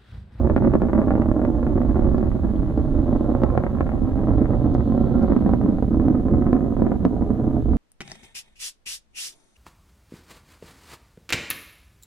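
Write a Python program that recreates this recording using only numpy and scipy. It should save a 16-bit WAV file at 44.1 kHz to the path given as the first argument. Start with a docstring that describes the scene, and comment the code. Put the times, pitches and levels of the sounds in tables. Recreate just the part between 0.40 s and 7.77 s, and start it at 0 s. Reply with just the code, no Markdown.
"""A rocket climbs far away, and its exhaust sends out shock fronts rounded by kilometres of air.
From the start, strong shocks and repeats crack over a roar of countless small ones and a noise rumble.
They thin out after about one second and bunch up again near three; the ground and walls repeat them.
At 4.5 s a short fuzzy whistle rises, made from a gliding tone; a few dry noise ticks sound before 5 s.
Cracks go on to the end; the small two-port microphone hisses, turns itself down and can overload."""
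import sys
import numpy as np
from scipy import signal
from scipy.fft import rfft, irfft, next_fast_len
from scipy.io import wavfile

SR = 44100
rng = np.random.default_rng(int(sys.argv[2]) if len(sys.argv) > 2 else 0)


def transcribe(u):
    """Save the signal u as a 16-bit wav file named by the first command-line argument.

    u: samples, shape (n,) or (channels, n), limited to [-1, 1]; the rate is SR.
    q: integer samples, one column per channel.
    """
    v = np.clip(np.atleast_2d(u).T, -1, 1)
    q = np.round(v * 32767).astype(np.int16)
    wavfile.write(sys.argv[1], SR, q)


N = 325007  # length in samples

# The shocks that stand out, and some of their strong repeats, in four parts: thump, crack, edge, snap.
# Columns: start_s, crack_peak_db, then relative to the crack: thump_db, edge_db, snap_db
SHOCKS = [(0.048, -22, 8, -28, -62), (0.0731, -23.5, 6.5, -12.0, -47), (0.0992, -16.5, 4, -14, -36),
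          (0.1639, -18, 8.5, -5, -26), (0.1789, -22.5, 2, -7, -32), (0.2232, -19, 1, -19.5, -55),
          (0.2488, -19.5, 4, -11.5, -56), (0.2739, -20.5, 5.5, -13.5, -46),
          (0.3076, -26.5, -2.5, -18.5, -51), (0.3381, -17, 6, -11, -31), (0.3538, -12, 3.5, -17.5, -38.5),
          (0.4195, -15, 7.5, -14, -30.0), (0.4355, -19.5, 8.5, -26, -61), (0.486, -26.5, 2.5, -9.5, -53),
          (0.4971, -23.5, 5, -10, -55), (0.5326, -16, 4, -10.5, -34), (0.551, -25.5, 9, -10, -41),
          (0.5791, -20.5, 2, -10.5, -46), (0.5886, -18, 3.5, -16, -47), (0.6173, -18.5, 3.5, -12, -47),
          (0.6732, -20.5, 6, -21, -56), (0.683, -22, 0, -12, -55), (0.7072, -16, 1, -9.5, -39),
          (0.7177, -21, 5.5, -15, -43), (0.7543, -21, 2.5, -9.5, -60), (0.7798, -18.5, 0.5, -25.5, -39),
          (0.8199, -22.5, 8, -4.5, -28.5), (0.8588, -20.5, 8, -17, -57), (0.8879, -22, 9.5, -16.5, -56.0),
          (0.9158, -17.5, 4, -15, -40.5), (0.965, -15, -1.5, -31.5, -60), (0.9951, -22, 3, -15.5, -41),
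          (1.0173, -20.0, 3.5, -13, -52), (1.0508, -19.5, 8, -9, -26.5), (1.2299, -24.0, 3, -10, -38),
          (1.2672, -27, 15, -3.5, -37), (1.3799, -21.5, 9, -19.5, -39), (1.4171, -23.5, 5.5, -11, -38),
          (1.557, -24.5, 9, -14, -39), (1.5705, -22.5, 6.5, -25.5, -36), (1.5934, -26, 15, -10.5, -42),
          (1.6537, -24.5, 9, -19.5, -35.5), (1.6901, -25.5, 8.5, -23, -36), (1.7462, -22.5, 11, -15, -49),
          (1.7821, -23.5, 6.5, -16.5, -30), (1.829, -36, 10, -9, -42), (1.917, -32.5, 8, -4.5, -45),
          (2.3767, -22.5, 10, -23.5, -34), (2.712, -28, 10, -23, -45), (2.7283, -20, 7, -34, -38),
          (2.7613, -19, 4.5, -26, -50), (2.8098, -23, 9.5, -26, -34), (2.8988, -28.5, -1.5, -20, -49),
          (2.9509, -16.5, -1, -17.5, -44.0), (3.0192, -20, 5, -25, -34), (3.036, -14, 5, -14, -25.5),
          (3.0641, -30.5, 7, -11, -59), (3.1023, -24.5, 0, -10.5, -41), (3.177, -13, 0.5, -11.5, -31),
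          (3.238, -19.5, 5.5, -7, -35), (3.2666, -21, 0, -7, -41), (3.351, -31, 12.5, -7, -41),
          (3.372, -29.5, 3, -10, -45), (3.386, -29, 1.5, -7, -45), (3.408, -17, 2, -7, -30),
          (3.467, -27.5, -0.5, -7, -35), (3.4926, -25, 1, -6.5, -47), (3.519, -26.5, 1.5, -13, -46),
          (3.8404, -27, 4, -14, -40), (3.8719, -23, 5, -18, -40), (3.8848, -21.5, 2, -21, -33),
          (3.9825, -22.5, 6.5, -23, -30), (4.0162, -24, 11.5, -21.5, -48), (4.0464, -27.5, -1, -13.5, -44),
          (4.0574, -30, 7.5, -2, -43.5), (4.1062, -24, 3.5, -21, -37), (4.135, -23.5, 4.5, -16.5, -44),
          (4.259, -25, 6, -26, -48), (4.3505, -19.5, 9, -16, -32), (4.4069, -25.5, -8, -12, -62.5),
          (4.5222, -25.5, 12.5, -16, -36), (4.549, -22, 6, -30, -42), (4.5783, -22.5, 11, -18, -41),
          (4.753, -24, 8.5, -24, -47.5), (4.8473, -25.5, 10, -29, -44.5), (4.8847, -25.5, -1, -22, -37),
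          (4.9043, -24.5, 5, -15, -35), (4.922, -24, 16, -8, -35), (4.965, -18.5, 3.5, -13.5, -29.5),
          (5.0618, -23, 0, -13.5, -41), (5.0933, -18.0, -3.5, -25.5, -38.5), (5.1365, -16.5, 3, -13.5, -41),
          (5.214, -21, 7, -17.5, -61), (5.2624, -21.5, 5.5, -19, -67), (5.3856, -23.5, 3, -15.5, -65),
          (5.4255, -21.5, 11, -18.5, -32.0), (5.5449, -22.0, 5.5, -21.5, -55), (5.5986, -27, 16.5, -7, -40),
          (5.6837, -20.5, 11.5, -14.5, -33), (5.7522, -25.5, 5, -15, -38.0), (5.8844, -24.5, 5.5, -14, -54),
          (5.938, -26, 8.5, -11, -52), (6.0225, -28, 9.5, -5.5, -56), (6.067, -26, 13.5, -6.5, -59),
          (6.1306, -16.5, 9, -11, -32.5), (6.1516, -25.5, 2, -14.5, -38), (6.1663, -22, 0, -10.5, -64.5),
          (6.2081, -24.5, 4, -12.5, -57), (6.3676, -21, -1, -14, -49), (6.421, -18, 8, -13, -46.5),
          (6.467, -19, 5.5, -13, -47), (6.5185, -16, 4, -13.5, -57), (6.6516, -13.5, 4, -13.5, -22.5),
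          (6.767, -25, 2, -31, -47), (6.8216, -22, 3.5, -18, -45), (6.9051, -23, 12, -19, -46),
          (6.999, -25, 12, -28, -41), (7.043, -25, 6.5, -26, -45), (7.078, -26.5, 11.5, -22, -48),
          (7.168, -25, 14, -30, -45), (7.291, -30.5, 13, -22, -48), (7.335, -27.5, 12, -12, -46)]
# How loud the steady sounds are over time, as rms before the microphone.
# Columns: time_s, roar_thump_db, deep_rumble_db, treble_hiss_db, roar_crack_db, roar_edge_db, upper_rumble_db
LEVELS = [(0.0, -25, -20, -73, -35, -62, -32.5), (0.29, -21, -24.5, -70.5, -41, -50.5, -25),
          (0.65, -23, -26, -70.5, -34.5, -54, -30.5), (1.09, -21, -22, -69.5, -37, -59, -34),
          (1.54, -23, -21.5, -69.5, -40.5, -54.5, -33), (2.26, -27, -24, -71, -46, -58.5, -31.5),
          (2.81, -24.5, -23.5, -67.5, -38.5, -60.5, -30), (3.12, -28.5, -24, -70, -36, -58, -25.5),
          (3.65, -26.5, -25.5, -71, -42, -58.5, -33.5), (4.17, -23, -23, -67.5, -37.5, -57, -24),
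          (4.53, -22, -26, -65.5, -42, -61, -30.5), (4.95, -21.5, -24, -66, -37.5, -52.5, -28),
          (5.42, -20.5, -27.5, -69, -44, -60, -32), (5.83, -17.5, -26, -71.5, -41, -56.5, -37.5),
          (6.28, -21.5, -25.5, -71, -38, -58.5, -37), (6.42, -20, -24.5, -68, -39, -55, -30),
          (6.77, -24.5, -28.5, -72.5, -40, -66.5, -35.5), (7.1, -27.5, -27.5, -72.5, -41, -65.5, -28),
          (7.37, -22, -18.5, -70, -46, -61.5, -30.5)]
# The tone balance of one shock rounded by the air. Columns: pitch_hz, relative_level_db
FRONT = [(20, -18.5), (80, -2.5), (165, -2.5), (250, 2), (330, -1.5), (400, -5.5), (480, -11.5),
         (580, -8.5), (690, -10.5), (830, -18.5), (1000, -19.5), (1250, -22.5), (1470, -29), (2000, -31.5),
         (2500, -35), (3300, -39.5), (6000, -53.5), (9000, -69), (16000, -92)]
# The tone balance of the deep rumble. Columns: pitch_hz, relative_level_db (per Hz)
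RUMBLE = [(7.1, -43.5), (12, -7.5), (48, 1), (85, 0.5), (110, -15), (160, -32.5), (400, -120)]
# Repeats from the ground (first row, delay at mid-scene) and walls; a minus gain turns the wave over.
# Columns: delay_ms, left_gain (factor), right_gain (factor), treble_limit_hz
ECHOES = [(3.65, 0.31, 0.41, 2400), (6.3, 0.17, -0.14, 4400), (8.18, 0.014, 0.11, 1200),
          (9.23, 0.25, 0.0076, 2000), (10.69, 0.038, -.1, 1200), (16.26, 0.02, 0.088, 4100),
          (21.79, 0.25, 0.067, 2600), (28.26, 0.11, 0.24, 620)]
# How the two ports hear the far sound. Columns: pitch_hz, left_minus_right_db, left_lead_rad
PORTS = [(20, -7, .4), (60, -7, .4), (116, -4.5, .7), (184, -3.5, .1), (304, -2.5, -.05), (560, -4, .05),
         (900, -1.5, -.05), (1290, -.3, -.1), (1470, .3, -.6), (1810, 2, -1.7), (2330, 1, -2.7),
         (2700, .2, -3.1), (4500, .2, -3.2)]
# The tone balance of the microphone's own hiss. 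Columns: pitch_hz, relative_level_db (per Hz)
SELF_NOISE = [(1500, 17.5), (4000, -1), (6000, -0.5), (9000, -4), (15500, -4.5)]
# Faint dry ticks close to the microphone; t60 is the time to fade by 60 dB.
# Columns: start_s, peak_db (midway between sides), pitch_hz, t60_s, left_minus_right_db
TICKS = [(.872, -59, 9500, 0.012, -1), (1.782, -48, 3990, .006, 3), (2.162, -48, 3720, 0.0067, 6),
         (2.379, -48, 3830, 0.0077, 4), (4.343, -49.5, 4460, 0.024, 12), (4.827, -50, 4650, 0.017, 7.5), ]
# Pitch range in which each part's level is set: thump, crack, edge, snap. Columns: low_hz, high_hz
PARTS_HZ = (150, 500), (500, 1200), (1200, 2500), (3000, 7000)
# A faint whistle inside the roar.
# Columns: start_s, length_s, from_hz, to_hz, fuzz_width_hz, level_db (before swell and fuzz)
WHISTLE = (4.5, 0.43, 1336, 1411, 24.5, -48)

SELF_NOISE_DB, EDGE_HZ = -60, 15550  # rms of the microphone hiss; top of its pitch range
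LIMIT_DB, DUCK = -5, 0.63  # gain control: where it starts; share of the excess dB taken away
RECOVER_DB_PER_S, GRIP_S = 9, 0.0026  # fall of the remembered peak; smoothing time of the control
GROUND_DRIFT_MS_PER_S = .09  # the ground bounce lags more as the rocket climbs
LEAD = 256  # samples kept ahead of each front
SIZE = next_fast_len(N + SR)  # room for filter tails
HZ = np.fft.rfftfreq(SIZE, 1 / SR)


def crackle(splinter_db=-14.5, splinter_s=0.024, count=5):
    """Plays the shocks and repeats that stand out; turbulence breaks weaker, duller splinters off each."""
    s, db, thump_db, edge_db, snap_db = np.transpose(SHOCKS)
    sizes = gain_of(db + np.array([thump_db, 0 * db, edge_db, snap_db]))
    trains = np.zeros((4, N))
    trains[:, (s * SR).astype(int)] = sizes
    late, weak = rng.random((len(s), count, 2)).T
    for after, down in zip(.002 + splinter_s * late ** 1.5, weak):
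        # thump, crack, edge, snap
        loss_db = splinter_db - 8 * down + np.array([[-3], [0], [-7], [-18]])
        trains[:, ((s + after) * SR).astype(int)] += sizes * gain_of(loss_db)
    return fronts(trains)


def roar(per_s=340, spread_db=3.0, softening_db=-1.7, clump_s=0.0058,
         thump_clump_db=1.12, clump_db=1.0, edge_clump_db=1.5):
    """Countless small shocks at random; larger ones are duller, and louder ones come in clumps."""
    when = rng.random(N) < per_s / SR
    size = np.minimum(rng.exponential(1, N), 3.5)
    smoothing = np.exp(-(2 * np.pi * HZ * clump_s) ** 2 / 2)
    clumps = evened(coloured(rng.standard_normal(N), smoothing))
    train = when * gain_of(spread_db * size)
    # larger shocks have less crack and edge beside the thump
    crack = gain_of(softening_db * size + clump_db * clumps)
    thump = gain_of(thump_clump_db * clumps)
    edge = crack * gain_of(edge_clump_db * clumps)
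    parts = fronts(train * np.array([thump, crack, edge, np.zeros(N)]))[:3]  # no snap
    parts = parts - parts.mean(1, keepdims=True)
    # even out each part as the ports hear it, then follow its level curve
    heard = coloured(parts, bands(HZ)[:3] * (ports() * echoes()).mean(0)).std(1)
    return sum(level(LEVELS, order=k) * part / rms for k, part, rms in zip((1, 4, 5), parts, heard))


def fronts(trains):
    """Puts a shock front wherever a train has a size, with one train for each part."""
    return signal.oaconvolve(trains, shock(), axes=1)[:, LEAD:N + LEAD]


def shock():
    """One front split into four parts, each scaled to peak 1 midway between the ports in its pitch range."""
    count = 8192
    hz = np.fft.rfftfreq(count, 1 / SR)
    log_gain = np.log(gain_of(read(FRONT, abs(np.fft.fftfreq(count, 1 / SR)))))
    # choose the phase so that the front starts sharply, then move it LEAD samples later
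    shift = 2j * np.pi * np.arange(count) * LEAD / count
    front = np.exp(np.conj(signal.hilbert(log_gain)) - shift)[:len(hz)]
    below = [1 / (1 + (hz / corner_hz) ** 4) for corner_hz in (435, 1140, 2450)]
    parts = front * np.diff([0 * hz, *below, 1 + 0 * hz], axis=0)
    path = (ports(hz) * echoes(hz)).mean(0)
    # the snap, a bright overload-like burst, skips the echo and port filters
    filters = [path, path, path, 1 + 0 * hz]
    heard = abs(signal.hilbert(irfft(parts * bands(hz) * filters)))
    lined_up = np.roll(irfft(parts), LEAD - heard[1].argmax(), axis=1)  # crack peaks at LEAD
    return lined_up[:, :4096] / heard.max(1)[:, None]


def bands(hz):
    """Marks the pitches where each part of a shock has its level set."""
    return np.array([(hz > lo) & (hz < hi) for lo, hi in PARTS_HZ])


def ragged(x, tail_db, tail_s, turns_per_s=7.3):
    """Turbulence frays the front's treble: part of it trails in, coloured by slowly changing paths."""
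    tail = in_turns(x, paths(tail_s, 0.00085, channels=1, share=0.32), turns_per_s)[0]
    return (x + gain_of(tail_db) * tail) / np.sqrt(1 + gain_of(2 * tail_db))


def ground(x):
    """The first repeat bounces off the ground, and its delay grows steadily around its middle value."""
    delay_ms, left, right, limit_hz = ECHOES[0]
    t = np.arange(N) / SR
    late = t - (delay_ms + GROUND_DRIFT_MS_PER_S * (t - t.mean())) / 1000
    dulled = coloured(x, 1 / (1 + 1j * HZ / limit_hz) ** 2)
    return np.outer([left, right], np.interp(late, t, dulled))


def echoes(hz=HZ, order=0):
    """Adds delayed, dulled repeats to the direct sound at each port, from table row order on."""
    delay_ms, left, right, limit_hz = np.transpose(ECHOES[order:])
    delayed = np.exp(-2j * np.pi * np.outer(delay_ms / 1000, hz))
    single = delayed / (1 + 1j * hz / limit_hz[:, None]) ** 2
    return 1 + np.array([left, right]) @ single


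def scattered(x, left_db=-7, right_db=-6.0, scatter_s=0.057, turns_per_s=1.296, dull_hz=850):
    """A short tail of many weak paths, whose treble is swallowed by grass and bushes."""
    taps = paths(scatter_s, 0.0039, channels=2)
    taps = signal.lfilter(*signal.butter(2, dull_hz, fs=SR), taps)
    return gain_of([[left_db], [right_db]]) * in_turns(x, taps, turns_per_s)


def paths(t60, start_s, channels, share=.05):
    """Three sets of random paths that die away by 60 dB in t60 seconds, each of energy 1."""
    t = np.arange(SR // 4) / SR
    shape = 3, channels, len(t)
    taps = rng.standard_normal(shape) * (rng.random(shape) < share)
    taps = taps * gain_of(-60 * t / t60) * (t > start_s)
    return taps / np.linalg.norm(taps, axis=2, keepdims=True)


def in_turns(x, taps, turns_per_s):
    """Three sets of paths take turns as the rocket and the air move."""
    phase = turns_per_s * np.arange(N) / SR + np.arange(3)[:, None] / 3
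    turn = np.cos(np.pi * phase) * np.sqrt(2 / 3)
    return signal.oaconvolve((x * turn)[:, None], taps, axes=2)[..., :N].sum(0)


def ports(hz=HZ):
    """Gives half of the level and phase difference between the ports to each side."""
    left = gain_of(read(PORTS, hz) / 2) * np.exp(.5j * read(PORTS, hz, order=2))
    return np.array([left, 1 / left])


def steered(pair, from_hz=1300, wander_per_s=2.3, diffuse_db=-4, diffuse_s=.09, lean=0.075):
    """Turns the treble difference between ports in phase and adds a diffuse tail, a little more on the left."""
    both, apart = (pair[0] + pair[1]) / 2, (pair[0] - pair[1]) / 2
    high = coloured(apart, 1 / (1 + (from_hz / (HZ + 1)) ** 8))
    spin = np.exp(2j * np.pi * wander_per_s * np.arange(N) / SR)
    turned = (signal.hilbert(high, SIZE)[:N] * spin).real
    tail = in_turns(high, paths(diffuse_s, .001, channels=1, share=0.21), wander_per_s)[0]
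    arriving = (turned + gain_of(diffuse_db) * tail) / np.sqrt(1 + gain_of(2 * diffuse_db))
    return both + np.outer([1, -1], apart - high) + np.outer([1 + lean, lean - 1], arriving)


def rumble(upper_hz=125, upper_width_hz=22):
    """Large eddies of the plume make deep noise that air does not absorb, and a narrower drone above it."""
    deep, upper = rng.standard_normal((2, N))
    deep = evened(coloured(deep, gain_of(read(RUMBLE, HZ))))
    upper = evened(coloured(upper, np.exp(-((HZ - upper_hz) / upper_width_hz) ** 2)))
    return np.array([level(LEVELS, order=2) * deep, level(LEVELS, order=6) * upper])


def deep_pair(deep_same=.93, upper_same=.6):
    """The rumble at both ports is partly unrelated, the drone more so."""
    same = np.clip([[deep_same], [upper_same]], 0, 1)
    own = np.array([rumble(), rumble()])
    return (np.sqrt(same) * rumble() + np.sqrt(1 - same) * own).sum(1)


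def whistle():
    """A gliding tone swells and fades, while noise shakes its loudness and makes it fuzzy."""
    s, length, from_hz, to_hz, width_hz, db = WHISTLE
    u = np.clip((np.arange(N) / SR - s) / length, 0, 1)  # progress from 0 to 1
    fuzz = evened(coloured(rng.standard_normal(N), np.exp(-(HZ / width_hz) ** 2)))
    tone = np.sin(2 * np.pi * np.cumsum(from_hz + (to_hz - from_hz) * u) / SR)
    return gain_of(db) * np.sin(np.pi * u) * (1 + .5 * fuzz) * tone


def treble_hiss(hz=3600, width_hz=1100):
    """A faint band of noise swells slowly, mostly alike at both ports."""
    shared, own = rng.standard_normal(N), rng.standard_normal((2, N))
    band = np.exp(-((HZ - hz) / width_hz) ** 2)
    return level(LEVELS, order=3) * evened(coloured(shared + .5 * own, band))


def ticks():
    """Short bursts of noise fade quickly around one bright pitch."""
    out, t = np.zeros((2, N)), np.arange(1500) / SR
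    for s, db, hz, t60, pan_db in TICKS:
        band = signal.butter(2, [hz * 0.78, hz * 1.3], "band", fs=SR, output="sos")
        burst = signal.sosfilt(band, rng.standard_normal(len(t)) * gain_of(-60 * t / t60))
        sides = gain_of(db + np.array([[.5], [-.5]]) * pan_db)
        out[:, round(s * SR):][:, :len(t)] += sides * burst / abs(burst).max()
    return out


def gain_of(db):
    """Turns decibels into a factor."""
    return 10 ** (np.asarray(db) / 20)


def evened(x):
    """Scales a sound to an rms (average strength) of 1."""
    return x / np.sqrt(np.mean(x ** 2) + 1e-20)


def read(points, hz, order=1):
    """Reads one table column at any pitch, evenly between points on a log scale."""
    table = np.transpose(points)
    return np.interp(np.log(hz + 1), np.log(table[0]), table[order])


def level(rows, order=1):
    """Reads one level column over time, as a factor for each sample."""
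    table = np.transpose(rows)
    return gain_of(np.interp(np.arange(N) / SR, table[0], table[order]))


def coloured(x, gain):
    """Filters a sound by giving each pitch its own gain and phase."""
    return irfft(rfft(x, SIZE) * gain, SIZE)[..., :N]


def scene(snap_left_db=-2.5, snap_right_db=6.5):
    """Mixes all sources at the two ports; the snap comes in step at both, stronger on the right."""
    thump, crack, edge, snap = crackle()
    shocks = roar() + thump + ragged(crack + edge, tail_db=-5, tail_s=0.027)
    far = coloured(shocks, echoes(order=1)) + ground(shocks)  # ground is row 0
    far = far + scattered(shocks) + deep_pair()
    snap = gain_of([[snap_left_db], [snap_right_db]]) * ragged(snap, tail_db=-5.5, tail_s=0.014)
    return steered(coloured(far, ports())) + snap + whistle() + treble_hiss() + ticks()


def ducked(x):
    """Gain control: the loudest peaks turn the level down quickly and it creeps back."""
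    peak_db = 20 * np.log10(abs(x).max(0) + 1e-9)
    fall = np.arange(N) * RECOVER_DB_PER_S / SR
    held_db = np.maximum.accumulate(peak_db + fall) - fall  # highest peak, slowly forgotten
    over_db = np.maximum(held_db - LIMIT_DB, 0)
    keep = np.exp(-1 / (GRIP_S * SR))
    return x / gain_of(DUCK * signal.lfilter([1 - keep], [1, -keep], over_db))


def record(dry):
    """The microphone turns loud sound down, adds hiss, clips on overload and cuts the highest treble."""
    # each side is steered with a delayed share of the other, which combs the hiss
    feed = 0.34 * np.exp(-2j * np.pi * (HZ - 9630) * 0.00034)
    balance = gain_of(read(SELF_NOISE, HZ)) * (HZ > 1200)
    noise = coloured(rng.standard_normal((2, N)), balance)
    hiss = gain_of(SELF_NOISE_DB) * evened(noise + coloured(noise[::-1], feed))
    loud = np.clip(ducked(dry) + hiss, -1, 1)
    low_pass = signal.firwin(511, EDGE_HZ, window=("kaiser", 9), fs=SR)
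    return signal.oaconvolve(loud, low_pass[None], "same")


dry = scene()
out = record(dry)
transcribe(out)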